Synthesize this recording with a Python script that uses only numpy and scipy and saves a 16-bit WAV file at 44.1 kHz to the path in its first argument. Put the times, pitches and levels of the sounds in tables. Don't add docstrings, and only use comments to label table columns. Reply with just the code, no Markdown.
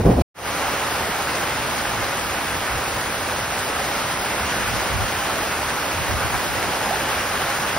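import sys
import numpy as np
from scipy import signal
from scipy.io import wavfile
from scipy.ndimage import uniform_filter1d

SR = 44100
rng = np.random.default_rng(int(sys.argv[2]) if len(sys.argv) > 2 else 0)


def linear_from_db(decibels):
    return 10 ** (np.asarray(decibels, float) / 20)


def put_to_file(sound):
    columns = np.atleast_2d(sound).T
    safe = np.clip(columns, -1, 1)
    whole_steps = np.round(safe * 32767)
    wavfile.write(sys.argv[1], SR, whole_steps.astype(np.int16))


N = 343098


def evened(x):
    return x / np.sqrt(np.mean(x ** 2) + 1e-20)


def read(points, hz):
    f, value = np.transpose(points)
    return np.interp(np.log(hz + 1), np.log(f + 1), value)


def curve(rows, t):
    s, *columns = np.transpose(rows)
    return [np.interp(t, s, column) for column in columns]


def add(mix, s, sound):
    part = mix[:, round(s * SR):][:, :sound.shape[1]]
    part += sound[:, :part.shape[1]]


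# (frequency [Hz], lead [radians])
LEAD = [(0, 0), (1980, 0.12), (3100, 1.0), (4390, 1.0), (5150, -0.6), (6100, 1.92), (7350, 3), (10600, 6.5),
        (13550, 9.5), (14800, 10.6), (16000, 12.5)]
# (frequency [Hz], left minus right [dB])
TILT = [(60, -0.5), (130, -0.3), (290, -0.5), (640, -2), (1410, -0.5), (3100, -0.5), (6820, 0.0),
        (15000, -0.5)]


def ports(pair, shape, same, size):
    hz, t, (a, b) = signal.stft(pair, SR, "cosine", size)
    like = np.clip(read(same, hz), 0, 1)[:, None]
    f, lead = np.transpose(LEAD)
    late = np.exp(-1j * np.interp(hz, f, lead))[:, None]
    tilt = linear_from_db(read(TILT, hz) / 2)[:, None]
    left = a * tilt
    right = (like * a + np.sqrt(1 - like ** 2) * b) * late / tilt
    z = np.array([left, right]) * linear_from_db(shape(hz[:, None], t))
    return evened(signal.istft(z, SR, "cosine", size)[1][:, :pair.shape[1]])


def wind(colour, same, lump, hold_s, size):
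    lumps = evened(uniform_filter1d(uniform_filter1d(rng.standard_normal(size), lump), lump))
    noise = rng.standard_normal((2, size))
    air = ports(noise, lambda hz, t: read(colour, hz) + 0 * t, same, size=4096)
    hold = round(hold_s * SR)
    power = uniform_filter1d((air ** 2).mean(0), hold)
    air /= np.sqrt(power + .05)
    lumpy_db = 2.0
    return np.pad(evened(air * linear_from_db(lumpy_db * lumps)), ((0, 0), (0, N - size)))


# (time [s], gust level [dB], rain level [dB])
FIRST = [
    (0, -16, -52),
    (.015, -20.5, -50),
    (.04, -24, -52),
    (.06, -9.5, -48.5),
    (.08, -10.5, -52.5),
    (.115, -13, -48),
    (.145, -20.5, -50),
    (.19, -14.5, -51.5),
    (.215, -13, -44.5),
]
# (frequency [Hz], level per Hz [dB])
GUST = [(12, -51), (27, -20), (55, 2.5), (100, 3), (160, -3), (253, -5), (400, -8), (700, -11.5),
        (1000, -18), (1500, -39), (3000, -48.5)]
# (frequency [Hz], likeness [0 to 1])
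GUST_SAME = [(60, 1), (200, 1), (350, 0.9), (700, 0.45), (2000, .6)]


def first_shot(t, wet):
    gust_db, light_db = curve(FIRST, t)
    gust = wind(GUST, GUST_SAME, lump=60, hold_s=0.01, size=SR // 2)
    return linear_from_db(gust_db) * gust + linear_from_db(light_db + 18) * wet


def drops(per_s, spread_db):
    size_db = spread_db * np.minimum(rng.exponential(1, (2, N)), 5)
    size = linear_from_db(size_db) * rng.choice([-1., 1.], (2, N))
    return size * (rng.random((2, N)) < per_s / SR)


# (frequency [Hz], level [dB], time to fall 60 dB [s])
TIN = [
    (547, 4, 0.035),
    (797, 2.5, 0.04),
    (1284, -1.5, 0.03),
    (1512, -0.5, 0.029),
    (1990, -8, 0.038),
    (2980, -13, 0.0079),
]
# (frequency [Hz], likeness [0 to 1])
SAME = [(70, 0.94), (180, 0.9), (330, 0.96), (750, 0.74), (1100, 0.83), (1600, 0.9), (1950, 0.9),
        (2400, 0.64), (4500, .5), (5300, .72), (7500, 0.71), (11000, .63), (13500, .65), (15000, .55)]


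def tin():
    blows = drops(per_s=1800, spread_db=2.5)
    patch = rng.integers(0, len(TIN), (2, N))
    out = np.zeros((2, N))
    for k, (hz, db, t60) in enumerate(TIN):
        r = 1000 ** (-1 / (t60 * SR))
        turn = 2 * np.pi * hz / SR
        ring = signal.lfilter([1], [1, -2 * r * np.cos(turn), r * r], blows * (patch == k))
        out += linear_from_db(db) * np.sin(turn) * ring
    return ports(out, lambda hz, t: 0 * hz * t, SAME, size=512)


# (time [s], level [dB], brightness at the top [dB])
RAIN = [
    (0.55, -25.5, -0.5),
    (0.63, -24.5, -1),
    (3.16, -26, 0.5),
    (4.67, -24.5, 0),
    (5.0, -25, 0),
    (6.75, -25, -0.5),
    (7.1, -24, -0.5),
    (7.78, -24.5, -0.5),
]
# (frequency [Hz], level per Hz [dB])
WASH = [(40, -36), (120, -2.5), (300, -3.5), (520, -2.5), (800, 0.8), (1100, -0.44), (1500, -.5),
        (1900, -4), (2700, -6), (3800, -11), (5500, -12.5), (8000, -14.5), (11000, -16.5), (15500, -18)]


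def rain():
    hits = signal.lfilter([1], [1, -.93], abs(drops(per_s=1500, spread_db=2.5)))
    spatter = hits * rng.standard_normal((2, N))
    source = rng.standard_normal((2, N)) + linear_from_db(-8) * evened(spatter)

    def shape(hz, t):
        patches = rng.standard_normal((len(hz), len(t)))
        patches = evened(uniform_filter1d(uniform_filter1d(patches, 8, axis=0), 12, axis=1))
        flicker = evened(uniform_filter1d(rng.standard_normal(len(t)), 6))
        bright_db = curve(RAIN, t)[1] * np.clip(np.log2(hz / 2500 + 1e-9) / 2, 0, 1)
        return read(WASH, hz) + bright_db + .7 * patches + 0.43 * flicker

    wash = ports(source, shape, SAME, size=512)
    return evened(wash + linear_from_db(-12.0) * tin())


# (time of peak [s], level [dB], length [s])
BUFFETS = [(.95, -40, 0.34), (1.61, -35, 0.06), (2.005, -34, 0.13), (2.55, -38, .2), (2.75, -32.5, 0.16),
           (2.972, -35, .1), (3.316, -34, .07), (3.427, -33, 0.074), (4.446, -32, .1), (4.72, -34, 0.29),
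           (4.986, -25.5, 0.21), (5.197, -40, .3), (5.65, -39, 0.21), (5.983, -29.5, .12), (6.14, -24, .13),
           (6.257, -27, 0.11), (6.357, -30, 0.08), (6.584, -35, 0.07)]
# (frequency [Hz], level per Hz [dB])
RUMBLE = [(15, -50), (32, -26), (48, 1.5), (90, 2.5), (125, -0.5), (160, -13.5), (250, -20.5), (500, -52)]
# (frequency [Hz], likeness [0 to 1])
RUMBLE_SAME = [(50, 0.87), (110, 0.94), (180, 0.5)]


def buffets(t):
    breeze_db = -40
    power = linear_from_db(breeze_db) ** 2
    for s, db, length in BUFFETS:
        swell = np.cos(np.pi * np.clip((t - s) / length, -.5, .5)) ** 2
        power = power + linear_from_db(db) ** 2 * swell
    return np.sqrt(power) * wind(RUMBLE, RUMBLE_SAME, lump=900, hold_s=0.018, size=N)


# (time [s], peak level [dB], left minus right [dB])
DRIPS = [(1.22, -25, -2), (1.3506, -22.5, -1.5), (1.7795, -23, -0.5), (2.1684, -22.5, -1.0),
         (2.1919, -25, 1.5), (2.6994, -35, -0.5), (2.7794, -27, -2), (2.8794, -25, 0.5),
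         (3.0096, -22.5, -1), (3.5889, -22.5, 0.0), (4.5694, -29, -2.5), (4.679, -26.5, 0.0)]


def drips():
    out, t = np.zeros((2, N)), np.arange(1200) / SR
    bright = signal.butter(1, [3500, 10000], "band", fs=SR)
    bursts = rng.standard_normal((len(DRIPS), 2, 1200))
    for (s, db, pan_db), burst in zip(DRIPS, bursts):
        decay = linear_from_db(db + 0.5 - 60 * t / 0.07)
        splash = signal.lfilter(*bright, burst) * decay * np.minimum(t / .002, 1)
        add(out, s, splash * linear_from_db(np.array([[.5], [-.5]]) * pan_db))
    return out


# (time [s], level [dB], starting pitch [Hz], length [s])
BUBBLES = [
    (6.868, -31, 735, 0.031),
    (6.905, -18.5, 610, 0.015),
    (6.923, -22, 701, 0.0265),
]


def gutter():
    out = np.zeros((2, N))
    for s, db, hz, length in BUBBLES:
        u = np.arange(0, 1, 1 / (length * SR))
        rising = np.sin(2 * np.pi * hz * length * (u + 0.144 * u ** 2))
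        tone = rising * np.sin(np.pi * u) ** .5
        add(out, s, linear_from_db(db) * tone * linear_from_db(np.array([[-4.], [3.]])))
    return out


CUT_S, CUT_RAMP_S = .2212, .0015
FADE_START_S, FADE_END_S = 0.343, 0.49


def scene():
    t = np.arange(N) / SR
    wet = rain()
    first = first_shot(t, wet)
    pour = linear_from_db(curve(RAIN, t)[0] + 2.01) * wet + buffets(t) + drips() + gutter()
    fade_out = np.clip((CUT_S - t) / CUT_RAMP_S, 0, 1)
    fade_in = np.clip((t - FADE_START_S) / (FADE_END_S - FADE_START_S), 0, 1) ** 1.19
    return first * fade_out + pour * fade_in


def spell(t, start, end, edge):
    return np.clip(np.minimum(t - start, end - t) / edge + .5, 0, 1)


# (start [s], end [s], level of the left-right difference [dB])
WIDE_SPELLS = [
    (.36, 1.13, -4),
    (1.25, 1.5, -18),
    (1.5, 2.36, 2),
    (2.36, 3.3, -5),
    (4.25, 5.55, -4),
    (4.544, 5.15, 6),
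    (5.662, 7.0, -6),
    (5.955, 6.75, 5.5),
]
# (frequency [Hz], margin [dB])
LOST = [(1500, 15.5), (2000, 14), (5300, 9.5), (6600, 4.5), (8000, 5.5), (9300, 3.5), (11400, 2.5),
        (12700, 4.5), (13800, 2.5), (14800, 3.0)]
# (start [s], end [s], by how much [dB])
EASED = [
    (-.2, .28, 0.3),
    (1.4, 6.45, 0.55),
    (2.2, 5.0, 0.74),
]
BANDS = [0, 64, 72, 80, 88, 96, 108, 120, 132, 144, 160, 176, 196, 216, 240, 264, 292, *range(320, 1025, 32)]


def stereo_width(x):
    sum_and_difference = [x[0] + x[1], x[0] - x[1]]
    hz, t, z = signal.stft(sum_and_difference, SR, "hann", 2048, 1536)
    mono_db, widen_s = -29, .08
    wide_db = [(db - mono_db) * spell(t, s, end, widen_s) for s, end, db in WIDE_SPELLS]
    width_db = mono_db + np.max(wide_db, axis=0)
    top_hz = np.where(width_db > 0, 340, 220)
    z[1] *= linear_from_db(width_db / (1 + (hz[:, None] / top_hz) ** 6))
    power = np.add.reduceat(abs(z) ** 2, BANDS, axis=1)
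    power_db = 10 * np.log10(uniform_filter1d(power, size=3, axis=2) + 1e-20)
    eased_db = sum(db * spell(t, s, end, 0.39) for s, end, db in EASED)
    margin_db = read(LOST, hz[BANDS])[:, None] - eased_db
    kept = (power_db > power_db[::-1] - margin_db) | (hz[BANDS] < 1300)[:, None]
    kept = np.repeat(kept[:, :, ::2], 2, axis=2)[:, :, :len(t)]
    kept = np.repeat(kept, np.diff([*BANDS, len(hz)]), axis=1)
    total, apart = signal.istft(z * kept, SR, "hann", 2048, 1536)[1]
    return np.array([total + apart, total - apart])[:, :N] / 2


def top_cut(x):
    return signal.sosfilt(signal.butter(12, 17090, fs=SR, output="sos"), x)


def record(dry):
    t = np.arange(N) / SR
    low_pass = signal.firwin(1023, 15730, window=("kaiser", 10), fs=SR)
    limited = signal.oaconvolve(dry, low_pass[None], "same")
    silence = spell(t, CUT_S, FADE_START_S, CUT_RAMP_S)
    mix = stereo_width(limited) * (1 - silence)
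    return top_cut(mix)


dry = scene()
out = record(dry)
put_to_file(out)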